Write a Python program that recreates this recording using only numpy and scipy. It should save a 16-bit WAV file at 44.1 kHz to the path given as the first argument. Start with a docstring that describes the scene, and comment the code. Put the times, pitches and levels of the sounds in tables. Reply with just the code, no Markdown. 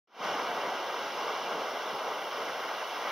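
"""A sand beach, a few metres up the shore: surf heard through a small stereo camera.
Breakers roar in the mid range, as modulated noise with the damped rings of large bubbles.
Foam washes up the sand with small bubbles bursting; crests splash, drops slap, a low rumble lies beneath.
All are noise or impulses shaped by a spectrum and blended by the likeness of two microphone ports.
The camera fades in, cuts three narrow notches, and leaves a gap between the surf and a thin top hiss."""
import sys
import numpy as np
from scipy import signal
from scipy.fft import rfft, irfft
from scipy.io import wavfile
from scipy.ndimage import uniform_filter1d

SR = 44100
rng = np.random.default_rng(int(sys.argv[2]) if len(sys.argv) > 2 else 0)


def materialize(psi):
    """Save the field psi as 16-bit PCM at rate SR to the path in sys.argv[1].

    A 1-D psi becomes a single channel; in a 2-D psi each row is a channel.
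    """
    bounded = np.clip(np.atleast_2d(psi).T, -1, 1)
    quanta = np.round(bounded * 32767).astype(np.int16)
    wavfile.write(sys.argv[1], SR, quanta)


N = 137151  # length in samples

# Level curves, before the gains of each source and the fade: (time [s], level [dB])
# roar of the breakers
ROAR_LEVEL = [(0.27, -35), (0.45, -37), (0.58, -35.5), (0.68, -35), (0.78, -37), (0.92, -36.5),
              (1.12, -38.5), (1.3, -34), (1.41, -37.5), (1.52, -35), (1.68, -35.5), (1.86, -37),
              (2.1, -35.5), (2.26, -39), (2.36, -37), (2.65, -38), (2.9, -40), (3.09, -37.5)]
# foam wash, also the reference for the spatter: (time [s], level [dB])
WASH_LEVEL = [(0.27, -42.5), (0.5, -45), (0.8, -45), (1.0, -45.5), (1.2, -44), (1.6, -45), (2.0, -46),
              (2.27, -46.5), (2.36, -45), (2.5, -45.5), (2.8, -45.5), (3.08, -44.5)]
# splash of collapsing crests: (time [s], level [dB])
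SPLASH_LEVEL = [(0.25, -42.5), (0.5, -41.5), (0.95, -44.5), (1.5, -48), (2.2, -46.5), (2.8, -43.5),
                (2.95, -45.5), (3.07, -36)]
# low rumble of the surf: (time [s], level [dB])
RUMBLE_LEVEL = [(0.2, -45), (0.62, -52.5), (1.0, -54.5), (1.45, -52.5), (2.2, -55), (2.9, -58.5)]
# thin top hiss: (time [s], level [dB])
HISS_LEVEL = [(0.25, -63.5), (1.0, -63.5), (3.1, -62.3)]
# camera fade-in, applied to the whole mix: (time [s], level [dB])
FADE_LEVEL = [(0.068, -100), (0.074, -38.5), (0.12, -27), (0.16, -15.5), (0.2, -7), (0.245, 2)]

# Spectral weightings, relative because each result is rescaled: (frequency [Hz], gain [dB])
# roar and the large bubbles in it
ROAR_COLOUR = [(20, -56), (40, -52), (65, -48), (100, -34), (150, -22), (200, -34.5), (300, -12.5),
               (450, -0.7), (650, 0.5), (1000, -0.87), (1400, -5.5), (2000, -13.5), (3000, -25.5),
               (7000, -49.5)]
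# foam wash and the small bubbles in it: (frequency [Hz], gain [dB])
WASH_COLOUR = [(100, -50.5), (500, -10), (1200, 0.5), (2200, -3), (2800, 1), (3500, -5), (4300, -12.5),
               (4800, -9.5), (5300, -5.5), (5900, -9.5), (6500, -16.5), (6950, -29), (7300, -47)]
# crest splash: (frequency [Hz], gain [dB])
SPLASH_COLOUR = [(200, -40), (700, -2), (1100, 3), (1450, 2.5), (2200, -4.5), (3200, -12), (6000, -36.5)]
# slaps of falling water: (frequency [Hz], gain [dB])
SPATTER_COLOUR = [(150, -32), (500, -2), (1100, 2), (2000, 1), (3000, -2), (4300, -7), (5400, -11),
                  (6500, -32), (7300, -42)]
# low rumble: (frequency [Hz], gain [dB])
RUMBLE_COLOUR = [(20, -50), (40, -39), (65, -32), (100, -20), (150, -8.5), (250, 2), (350, 0.5), (600, -3),
                 (1500, -43)]
# top hiss: (frequency [Hz], gain [dB])
HISS_COLOUR = [(8300, -31), (8700, -7), (9200, -1.5), (10500, 1.5), (13500, 2.5), (15000, 3), (16000, -1.5)]

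# likeness of the two microphone ports: (frequency [Hz], coherence [0-1])
PORT_LIKENESS = [(60, .997), (120, .9995), (350, .9994), (600, .998), (900, .994), (1400, .96), (1900, .86),
                 (2250, .96), (3000, .94), (4100, .78), (5300, .9), (6600, .64), (9500, .48), (14000, .48),
                 (15500, .2)]
# phase by which the left port leads: (frequency [Hz], phase [rad])
LEFT_LEAD = [(400, 0), (1000, -.06), (1500, -.22), (1900, -.36), (3300, -.1), (4600, .3), (5300, -.65),
             (6000, -.95), (7000, -.2), (9300, -.8), (10500, -1.7), (13000, -2.5), (15500, -2.6)]
# left minus right level: (frequency [Hz], difference [dB])
PORT_BALANCE = [(850, 0), (1550, 1.2), (1950, .3), (2150, -1.5), (2500, -2), (2750, -4.7), (3300, -1.5),
                (4150, -4), (4800, 2.5), (5250, 2.5), (5800, -.7), (6600, -3), (9000, .2)]
# camera notch filters: (centre [Hz], width [Hz])
NOTCHES = [(1767, 195), (2545, 280), (4990, 160)]
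GAP_HZ, EDGE_HZ = (7080, 8480), 15750  # silent band in the treble, upper band limit

# unevenness of roar and foam [dB rms]; the sign is immaterial, as the drift is symmetric
SURGE_DB, FLUTTER_DB, PATCH_DB = 0.05, 0.2, 0.9
FOAM_SURGE_DB, FOAM_FLUTTER_DB, FOAM_PATCH_DB = 0.18, -0.1, 0.75
# showers, per port before blending: rate [1/s], level [dB], cycles to decay by exp(-2)
PLOPS_PER_S, PLOP_DB, PLOP_CYCLES = 700, -11, 3.4  # large bubbles, re the roar level curve
POPS_PER_S, POP_DB, POP_CYCLES = 2500, -11.5, 2.3  # small bubbles, re the wash noise
SPATTER_PER_S, SPATTER_DB, SPATTER_SPREAD_DB = 90, -9.5, 4  # slaps, re the wash level curve


def amp(db):
    """Decibel law: amplitude gain is 10 to the power dB / 20."""
    return 10 ** (np.asarray(db) / 20)


def unit(x):
    """Normalisation to unit mean power."""
    return x / np.sqrt(np.mean(x ** 2) + 1e-20)


def at_hz(points, hz):
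    """Linear interpolation on a logarithmic frequency axis."""
    f, value = np.transpose(points)
    return np.interp(np.log(hz + 1), np.log(f + 1), value)


def level(points):
    """Amplitude envelope: a level curve interpolated in decibels at every sample."""
    times, db = np.transpose(points)
    return amp(np.interp(np.arange(N) / SR, times, db))


def drift(shape, size, order=1):
    """Slow random modulation: noise averaged over size frames and order bins, rms 1."""
    field = uniform_filter1d(rng.standard_normal(shape), size, 0)
    return unit(uniform_filter1d(field, order, 1))


def ports(pair, colour):
    """Partial coherence: two unrelated signals are coloured and blended into two ports; mid rms 1."""
    a, b = rfft(pair, 2 * N)
    hz = np.fft.rfftfreq(2 * N, 1 / SR)
    same = np.clip(at_hz(PORT_LIKENESS, hz), 0, 1)
    tilt = amp(at_hz(PORT_BALANCE, hz) / 2)  # half the difference on each side
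    blend = same * a + np.sqrt(1 - same ** 2) * b
    right = blend * np.exp(-1j * at_hz(LEFT_LEAD, hz))
    spectra = np.array([a * tilt, right / tilt]) * amp(at_hz(colour, hz))
    out = irfft(spectra)[:, :N]
    return out / np.std(out.mean(0))


def churn(surge_db, flutter_db, patch_db):
    """Modulated turbulence: two noises share slow surges, quick flutter and time-pitch patches."""
    z = signal.stft(rng.standard_normal((2, N)), nperseg=512, noverlap=384)[2]
    bins, frames = z.shape[1:]
    field = surge_db * drift((frames, 1), size=36)
    field = field + flutter_db * drift((frames, 1), size=7)
    field = field + patch_db * drift((frames, bins), size=12, order=6)
    return signal.istft(z * amp(field.T), nperseg=512, noverlap=384)[1][:, :N]


def bubbles(per_s, low_hz, high_hz, cycles, spread_db, count=28):
    """Damped oscillation: random impulses set off short decaying sines of many pitches and sizes."""
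    t = np.arange(1024) / SR
    out = np.zeros((2, N))
    for hz in np.geomspace(low_hz, high_hz, count):
        size = amp(spread_db * np.minimum(rng.exponential(1, (2, N)), 4))
        onsets = rng.random((2, N)) < per_s / count / SR
        ring = hz * np.sin(2 * np.pi * hz * t) * np.exp(-2 * hz * t / cycles)
        out += signal.oaconvolve(size * onsets, ring[None], axes=1)[:, :N]
    return unit(out)


def breakers():
    """Broadband turbulence of tumbling white water, with resonant large bubbles plopping in it."""
    plops = bubbles(PLOPS_PER_S, low_hz=350.5, high_hz=1900, cycles=PLOP_CYCLES, spread_db=3.5)
    roar = ports(churn(SURGE_DB, FLUTTER_DB, PATCH_DB), ROAR_COLOUR)
    return level(ROAR_LEVEL) * (amp(-2.29) * roar + amp(PLOP_DB) * ports(plops, ROAR_COLOUR))


def foam():
    """Superposed small sources: foam running over sand, as noise and the rings of bursting bubbles."""
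    pops = bubbles(POPS_PER_S, low_hz=1326, high_hz=6750, cycles=POP_CYCLES, spread_db=3.5)
    wash = ports(churn(FOAM_SURGE_DB, FOAM_FLUTTER_DB, FOAM_PATCH_DB), WASH_COLOUR)
    return amp(2) * level(WASH_LEVEL) * (wash + amp(POP_DB) * ports(pops, WASH_COLOUR))


def crests():
    """Strongly modulated turbulence: the brighter splash of waves that fold over."""
    return level(SPLASH_LEVEL) * ports(churn(surge_db=-0.8, flutter_db=2.0, patch_db=2.0), SPLASH_COLOUR)


def spatter():
    """Impulsive excitation: separate crisp slaps of water on water, of random sign and size."""
    size = amp(SPATTER_SPREAD_DB * np.minimum(rng.exponential(1, (2, N)), 3))
    sign = rng.choice([-1, 1], (2, N))
    onsets = rng.random((2, N)) < SPATTER_PER_S / SR
    return amp(SPATTER_DB) * level(WASH_LEVEL) * ports(size * sign * onsets, SPATTER_COLOUR)


def rumble():
    """Low-frequency turbulence: the weight of water under the roar, easing as the wave runs out."""
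    return level(RUMBLE_LEVEL) * ports(churn(surge_db=1.7, flutter_db=-1.2, patch_db=1.65), RUMBLE_COLOUR)


def top_hiss():
    """Nearly stationary noise: a thin even hiss far above the surf."""
    return level(HISS_LEVEL) * ports(churn(surge_db=0.2, flutter_db=0.2, patch_db=0.0), HISS_COLOUR)


def scene():
    """Superposition: the pressures of all sources add."""
    return breakers() + foam() + crests() + spatter() + rumble() + top_hiss()


def record(dry):
    """Linear filtering in the camera: fade-in, three notches, the treble gap and the band limit."""
    x = dry * level(FADE_LEVEL)
    for hz, width in NOTCHES:
        b, a = signal.iirnotch(hz, hz / width, SR)
        x = signal.lfilter(b, a, x)
    # passes below the gap, and from the gap to the edge
    band = signal.firwin(1023, [*GAP_HZ, EDGE_HZ], window=("kaiser", 9), fs=SR)
    return signal.oaconvolve(x, band[None], "same", axes=1)


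dry = scene()
out = record(dry)
materialize(out)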